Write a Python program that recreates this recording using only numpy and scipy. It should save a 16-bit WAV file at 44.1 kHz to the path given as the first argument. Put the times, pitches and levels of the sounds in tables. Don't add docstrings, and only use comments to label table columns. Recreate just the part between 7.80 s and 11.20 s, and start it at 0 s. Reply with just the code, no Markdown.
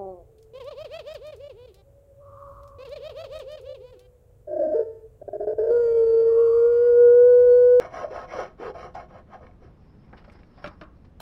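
import sys
import numpy as np
from scipy import signal
from scipy.fft import rfft, irfft
from scipy.io import wavfile
from scipy.ndimage import uniform_filter1d

SR = 44100
rng = np.random.default_rng(int(sys.argv[2]) if len(sys.argv) > 2 else 0)


def field_ratio(decibels):
    return 10 ** (np.asarray(decibels, dtype=float) / 20)


def dump_mix(stems):
    frames = np.atleast_2d(stems).T
    limited = np.clip(frames, -1, 1)
    pcm = np.round(limited * 32767).astype(np.int16)
    wavfile.write(sys.argv[1], SR, pcm)


N = 149940

# frequency_hz, density_db
RUMBLE = [(20, -4), (60, 1.5), (200, -7), (500, -19), (1500, -33.5), (5300, -50.5), (6500, -51.5),
          (15500, -56.5)]
RUMBLE_DB = -51
# frequency_hz, t60_s
ROOM_DECAY = [(200, 0.31), (1000, 0.14), (4000, 0.065), (12000, 0.018)]
ROOM_DB = -13
# frequency_hz, share_kept
TREBLE_KEPT = [(2000, 1), (5000, .7), (6000, .35), (7500, .16), (15000, .1)]
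DROPPED_DB = -22

# time_s, level_db
HANDLING = [(1.9, -91), (2.05, -74), (2.18, -80.5), (2.27, -73.5), (2.34, -77.5), (2.53, -74), (2.66, -77),
            (2.9, -67), (3.1, -104), (3.16, -78.5), (3.4, -98)]
# frequency_hz, density_db
RUB = [(300, 7), (800, 3), (2000, -6.5), (3500, -19.5), (5300, -16.5), (6500, -39), (10000, -39.5),
       (15500, -54)]
RUB_DB = 10
SWISH_HZ, SWISH_WIDTH_HZ, SWISH_DB = 5400, 1100, 5

# start_s,
# length_s, level_db, treble_db, squeak_hz
SCUFFS = [(1.141, 0.023, -48, 3.5, 3700), (1.839, 0.035, -60.5, 2, 1700), (2.327, 0.02, -41, -11, 1560),
          (2.366, 0.038, -54, 6.5, 2960), (2.418, .01, -51, -11, 1400), (2.44, 0.02, -51, 2.5, 1460),
          (2.478, 0.024, -51, -1, 1320), (2.512, 0.039, -62, 9.5, 5670), (2.549, 0.02, -53, 0, 1550),
          (2.586, .025, -59.5, 6, 5600), (2.772, 0.035, -49.5, 1, 1130), (2.82, 0.021, -48.5, 1, 1080),
          (3.246, 0.014, -58, 2.5, 4000)]
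SCUFF_RISE = 0.37
SQUEAK_DB, SQUEAK_SHARE = 3, 0.08

# start_s, peak_db
TICKS = [
    (1.6302, -55),
    (1.6665, -45.5),
    (1.711, -57),
    (2.4977, -48),
    (2.6311, -50),
]
# frequency_hz, level_db, t60_s
RATTLE_MODES = [(1233, -3, 0.023), (1717, -2.5, 0.026), (2234, -2, 0.024), (3112, -21, 0.015),
                (4090, -20, 0.022)]

# start_s, peak_db, centre_hz
SNAPS = [(1.15, -54, 5150), (1.667, -63.5, 2940), (2.329, -55, 1520), (2.378, -57, 2880),
         (2.498, -55.5, 2260), (2.522, -64, 8400), (2.634, -61.5, 2270), (2.842, -40, 2200),
         (2.86, -39.5, 2280), (2.874, -45, 3500), (2.883, -44, 1300), (3.012, -46, 1900),
         (3.035, -53.5, 2400), (3.249, -67.5, 3950)]
SNAP_T60_S, SNAP_SHARE = 0.035, 0.7
CONTACT_S = 0.0007

# start_s, peak_db, treble_db above peak
TAPS = [
    (2.842, -38.5, 8),
    (2.848, -37, -18),
    (2.860, -47, 6),
    (2.873, -41.5, -0.5),
    (3.012, -41, 1.5),
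    (3.018, -41.5, -10),
    (3.034, -64, 4),
    (3.05, -56.5, -9),
]
# frequency_hz, level_db, t60_s
TAP_MODES = [(171, -0.5, 0.089), (307, -5.5, 0.12), (622, -1.5, 0.073), (740, -5.5, .1), (940, -21, 0.11),
             (1104, -13, 0.18), (1394, -3.5, 0.043), (1712, -3, 0.046), (2347, -7.5, 0.039),
             (2650, -22, 0.042), (3000, -22, 0.041), (3700, -22, 0.057), (5450, -26, 0.055)]
CRACK_T60_S, CRACK_DB = 0.045, 0
SPLIT_HZ = 2000
HUM_HZ, HUM_WIDTH_HZ, HUM_DB, HUM_T60_S = 1170, 450, -11, 0.3

# start_s,
# peak_db, pitch_hz
KNOCKS = [
    (-.002, -29.5, 414),
    (2.845, -30, 588),
    (2.842, -28.5, 166),
    (2.868, -37, 293),
    (2.876, -37, 610),
    (3.015, -31, 628),
    (3.028, -46, 597),
]
# start_s, peak_db, pitch_hz
BITES = [(0.048, -25, 642), (0.121, -32, 660), (0.141, -27, 666), (0.171, -26, 643), (0.233, -25.5, 510),
         (0.244, -17, 647), (0.306, -28, 398), (0.36, -25.5, 630.5), (0.381, -32, 660), (0.441, -30, 670),
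         (0.501, -39, 680), (0.536, -23, 622), (0.552, -23.5, 625), (0.587, -22, 529.6),
         (0.607, -24.5, 514), (0.629, -37, 666.7), (0.798, -26.5, 361.7), (0.82, -24, 407.8),
         (0.831, -24.5, 445), (0.844, -29, 513.8), (0.864, -27.5, 484), (0.877, -25, 438.5),
         (0.899, -25, 433), (0.95, -28.5, 660), (0.966, -30.5, 640), (1.029, -32.5, 1214),
         (1.15, -25.5, 755.7), (1.162, -27, 754), (1.198, -27.5, 688.7), (1.354, -35, 705),
         (1.509, -44, 625), (1.533, -34, 740), (1.552, -37, 775), (1.608, -37, 630), (1.691, -44, 697),
         (1.82, -43.5, 482), (1.847, -40, 373), (1.879, -46.5, 695), (2.327, -41, 525), (2.332, -42, 358),
         (2.477, -41, 567), (2.55, -43, 364), (3.245, -54, 1076)]
BITE_DB, BITE_S = -5.5, 0.0032
OVERTONE_RATIO, OVERTONE_DB = 1.9, -17

# time_s, pressure_db, grit_db above pressure, tooth_rate_hz
EARLY_STROKES = [
    [(0.0, -36.5, -15, 599), (0.024, -47.5, 1, 639), (0.032, -42.5, -11, 618), (0.054, -37, -11.5, 672.6),
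     (0.072, -47, -11, 658), (0.1, -66.5, 2, 631)],
    [(0.1, -53.5, -11, 663.5), (0.148, -40, -7.5, 667.5), (0.222, -42.5, -5.5, 574.9),
     (0.238, -26.5, -23.5, 591), (0.266, -35, -28.5, 568.4), (0.292, -56, -7.5, 547.5)],
    [(0.292, -61, -12, 443.8), (0.308, -32.5, -23, 459.5), (0.36, -33.5, -15, 637.5),
     (0.44, -48.5, -3.5, 655.7), (0.448, -37.5, -17.5, 672), (0.475, -69, -2, 555)],
    [(0.475, -52.5, -7, 650.2), (0.533, -36, -10.5, 631.2), (0.587, -26, -18, 544.1),
     (0.635, -35, -11, 587), (0.765, -81.5, -3, 403.7), (0.77, -87, -45, 408)],
]
LATE_STROKES = [
    [(0.775, -53.5, -18.5, 390.8), (0.805, -30.5, -22.5, 416), (0.867, -28.5, -19.5, 476),
     (0.905, -33.5, -19, 464), (0.94, -66, -19.5, 486.3)],
    [(0.94, -62.5, 3, 676), (0.952, -35.5, -21.5, 656.8), (1.048, -48.5, -3, 667),
     (1.092, -61.5, -2.5, 723.3), (1.138, -69, -12.5, 453)],
    [(1.14, -70, -19, 718.4), (1.15, -35.5, -19, 733), (1.208, -36.5, -18.5, 703), (1.254, -57, -10, 690.2),
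     (1.285, -70, -24, 553)],
]
LIGHT_STROKES = [
    [(1.285, -58.5, -9, 509.6), (1.387, -48, -10.5, 691), (1.46, -73, -24.5, 386.7)],
    [(1.47, -62.5, -14.5, 529), (1.542, -39.5, -14.5, 712), (1.59, -66, -6.5, 714)],
    [(1.59, -48.5, -24.5, 584), (1.632, -44.5, -18, 489.3), (1.77, -69, -19, 405.3)],
    [(1.78, -63, -31, 433.6), (1.83, -51, -16, 473.3), (1.95, -84, -0.5, 400)],
]
# frequency_hz, width_hz, level_db
PANEL_MODES = [(360, 26.7, -6), (424, 46.6, -6), (507.7, 31.4, -4.5), (631, 24, -1), (724, 52, -4),
               (775, 41.4, -3), (1080, 52, -8), (1309, 48, -12), (1256, 66, -12), (1427, 56, -7.5),
               (1633, 110, -19.5), (1812, 61, -12.5), (946, 25, -20), (3038, 130, -19.5)]
# frequency_hz, width_hz, level_db
STEEL_MODES = [(2200, 170, 9), (2850, 200, 0), (3090, 220, 3), (3950, 400, -4), (5030, 300, -5),
               (5430, 420, -1), (5870, 300, -5), (6800, 400, -15), (8800, 300, -24), (9800, 650, -21),
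               (10550, 380, -19)]
# frequency_hz, density_db
GRIT = [(150, -17), (800, -6), (2300, -20), (3300, -29), (4500, -38), (5500, -35.5), (7500, -50),
        (15500, -59)]
# time_s, steel_db
ANGLE = [
    (0, -0.5),
    (.2, 2.5),
    (.4, -2.5),
    (.6, 0),
    (.85, -4),
    (1.0, 3.5),
    (1.15, -0.5),
    (1.5, -6),
    (1.9, 2.5),
]
TEETH_DB, GRIT_DB, STEEL_DB, BROAD_DB = -1, 11, -18, -7
TOOTH_JITTER, TOOTH_WIDTH_HZ = 0.15, 200
CHATTER_DB, CHATTER_S = 2.0, 0.008
GRAINS_PER_S, GRAIN_SPREAD_DB = 14000, 1.2
WANDER_DB, WANDER_S = 3, 0.1
PATCH_DB, PATCH_FRAMES, PATCH_BINS = 4.0, 16, 3


def evened(x):
    return x / np.sqrt(np.mean(x ** 2) + 1e-20)


def coloured(x, points):
    hz = np.fft.rfftfreq(len(x), 1 / SR)
    f, db = np.transpose(points)
    gain = field_ratio(np.interp(np.log(hz + 1), np.log(f + 1), db))
    return evened(irfft(rfft(x) * gain, len(x)))


def tilted(x, treble_db):
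    dull = signal.lfilter(*signal.butter(2, SPLIT_HZ, fs=SR), x)
    return dull + field_ratio(treble_db) * (x - dull)


def resonate(x, hz, width):
    turn = np.exp(2j * np.pi * np.cumsum(hz * np.ones(len(x))) / SR)
    r = np.exp(-np.pi * width / SR)
    return 2 * (turn * signal.lfilter([1 - r], [1, -r], x / turn)).real


def resonate_twice(x, hz, width):
    return resonate(resonate(x, hz, width), hz, width)


def body(x, modes):
    return sum((-1) ** k * field_ratio(db) * resonate(x, hz, w) for k, (hz, w, db) in enumerate(modes))


def ring(modes, t, mix):
    return sum(m * field_ratio(db - 60 * t / t60) * np.sin(2 * np.pi * hz * t)
               for m, (hz, db, t60) in zip(mix, modes))


def grains(per_s, spread_db):
    size = field_ratio(spread_db * np.minimum(rng.exponential(1, N), 5))
    return rng.standard_normal(N) * size * (rng.random(N) < per_s / SR)


def patchy(x):
    z = signal.stft(x, nperseg=256, noverlap=192)[2]
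    drift = uniform_filter1d(rng.standard_normal(z.shape[::-1]), 2 * PATCH_FRAMES, axis=0)
    drift = evened(uniform_filter1d(drift, PATCH_BINS, axis=1)).T
    return signal.istft(z * field_ratio(PATCH_DB * drift), nperseg=256, noverlap=192)[1][:N]


def placed(events):
    out = np.zeros(N + 2 * SR)
    for s, sound in events:
        out[SR + round(s * SR):][:len(sound)] += sound
    return out[SR:SR + N]


def rumble():
    return field_ratio(RUMBLE_DB) * coloured(rng.standard_normal(N), RUMBLE)


def room(x):
    hz, t, z = signal.stft(rng.standard_normal(SR // 2), SR, nperseg=256)
    f, t60 = np.transpose(ROOM_DECAY)
    t60 = np.interp(np.log(hz + 1), np.log(f), t60)[:, None]
    tail = signal.istft(z * field_ratio(-60 * t / t60), SR, nperseg=256)[1]
    tail = np.concatenate([np.zeros(150), tail])
    return signal.fftconvolve(x, tail / np.linalg.norm(tail))[:N]


def handling():
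    s, db = np.transpose(HANDLING)
    rub = patchy(coloured(grains(9000, 1.9), RUB))
    swish = field_ratio(SWISH_DB) * resonate_twice(rub, SWISH_HZ, SWISH_WIDTH_HZ)
    return (rub + swish) * field_ratio(np.interp(np.arange(N) / SR, s, db, left=-110) + RUB_DB)


def scuffs():
    t, events = np.arange(SR // 4) / SR, []
    for s, length, db, treble_db, hz in SCUFFS:
        rub = tilted(coloured(rng.standard_normal(len(t)), RUB), treble_db)
        squeak = field_ratio(SQUEAK_DB) * resonate(rub, hz, SQUEAK_SHARE * hz)
        u = t / (length * SCUFF_RISE)
        events.append((s, field_ratio(db + 6.0) * u * np.exp(-u) * (rub + squeak)))
    return placed(events)


def rattles():
    t, events = np.arange(SR // 4) / SR, []
    for s, db in TICKS:
        mix = rng.uniform(0.54, 1, len(RATTLE_MODES))
        events.append((s, field_ratio(db + 3.0) * ring(RATTLE_MODES, t, mix) * np.minimum(t / 0.0024, 1)))
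    return placed(events)


def snaps():
    t, events = np.arange(SR // 20) / SR, []
    for s, db, hz in SNAPS:
        burst = evened(resonate_twice(rng.standard_normal(len(t)), hz, SNAP_SHARE * hz))
        events.append((s, burst * field_ratio(db - 60 * t / SNAP_T60_S) * np.minimum(t / CONTACT_S, 1)))
    return placed(events)


def taps():
    t, events = np.arange(SR // 4) / SR, []
    attack = np.sin(np.minimum(t / CONTACT_S, 1) * np.pi / 2) ** 2
    for s, db, treble_db in TAPS:
        mix = rng.uniform(0.6, 1, len(TAP_MODES)) * rng.choice([-1, 1], len(TAP_MODES))
        crack = coloured(rng.standard_normal(len(t)), RUB) * field_ratio(CRACK_DB - 60 * t / CRACK_T60_S)
        hum = evened(resonate_twice(rng.standard_normal(len(t)), HUM_HZ, HUM_WIDTH_HZ))
        hum = hum * field_ratio(HUM_DB - 60 * t / HUM_T60_S)
        blow = tilted(ring(TAP_MODES, t, mix) + crack, treble_db + 2.5)
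        events.append((s, field_ratio(db) * (blow + hum) * attack))
    return placed(events)


def bites_and_knocks():
    t, events = np.arange(SR // 20) / SR, []
    u = t / BITE_S
    for s, db, hz in BITES + KNOCKS:
        overtone = field_ratio(OVERTONE_DB) * np.sin(2 * np.pi * OVERTONE_RATIO * hz * t)
        tone = np.sin(2 * np.pi * hz * t) + overtone
        events.append((s, field_ratio(db + BITE_DB) * u * np.exp(1 - u) * tone))
    return placed(events)


def steel(x):
    t, knots = np.arange(N) / SR, np.arange(0, N / SR + WANDER_S, WANDER_S)
    wander = rng.standard_normal((len(STEEL_MODES), len(knots)))
    out = np.zeros(N)
    for k, (hz, width, db) in enumerate(STEEL_MODES):
        gain = field_ratio(db + WANDER_DB * np.interp(t, knots, wander[k]))
        out += (-1) ** k * gain * resonate_twice(x, hz, width)
    return out


def rasp():
    t = np.arange(N) / SR
    s, press_db, grit_db, tooth_hz = np.vstack(EARLY_STROKES + LATE_STROKES + LIGHT_STROKES).T
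    press = np.interp(t, s, press_db, right=-100)
    chatter = CHATTER_DB * evened(uniform_filter1d(rng.standard_normal(N), int(CHATTER_S * SR)))

    hz = np.interp(t, s, tooth_hz)
    jitter = TOOTH_JITTER * evened(uniform_filter1d(rng.standard_normal(N), size=80))
    passed = np.cumsum(hz * (1 + jitter)) / SR
    strikes = np.diff(np.floor(passed), prepend=0) - hz / SR
    teeth = evened(resonate(strikes, hz, TOOTH_WIDTH_HZ)) * field_ratio(press + chatter + TEETH_DB)

    fibres = evened(grains(GRAINS_PER_S, GRAIN_SPREAD_DB))
    scale = np.std(body(fibres, PANEL_MODES))
    fibres = fibres * field_ratio(press + chatter / 4 + np.interp(t, s, grit_db) + GRIT_DB)
    level = np.std(fibres)

    panel = body(teeth, PANEL_MODES) + body(fibres, PANEL_MODES) / scale * field_ratio(-2.5)
    tearing = field_ratio(BROAD_DB) * level * patchy(coloured(fibres, GRIT))
    steel_gain = field_ratio(STEEL_DB + np.interp(t, *np.transpose(ANGLE)))
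    return panel + tearing + steel_gain * level * evened(steel(fibres))


def scene():
    near = handling() + scuffs() + rattles() + snaps() + taps() + bites_and_knocks() + rasp()
    return (rumble() + field_ratio(ROOM_DB) * room(near) + near)[None]


def thinned(x):
    hz, _, z = signal.stft(x, SR, "cosine", nperseg=2048, noverlap=1024)
    power = abs(z) ** 2
    threshold = -np.log(np.interp(hz, *np.transpose(TREBLE_KEPT)))[:, None]
    weak = power < threshold * uniform_filter1d(power, size=32, axis=1)
    z = z * np.where(weak, field_ratio(DROPPED_DB), 1)
    return signal.istft(z, SR, "cosine", nperseg=2048, noverlap=1024)[1][:, :N]


def low_pass(x):
    return signal.sosfilt(signal.butter(12, 15720, fs=SR, output="sos"), x)


def record(dry):
    mix = thinned(dry)
    return low_pass(mix)


dry = scene()
out = record(dry)
dump_mix(out)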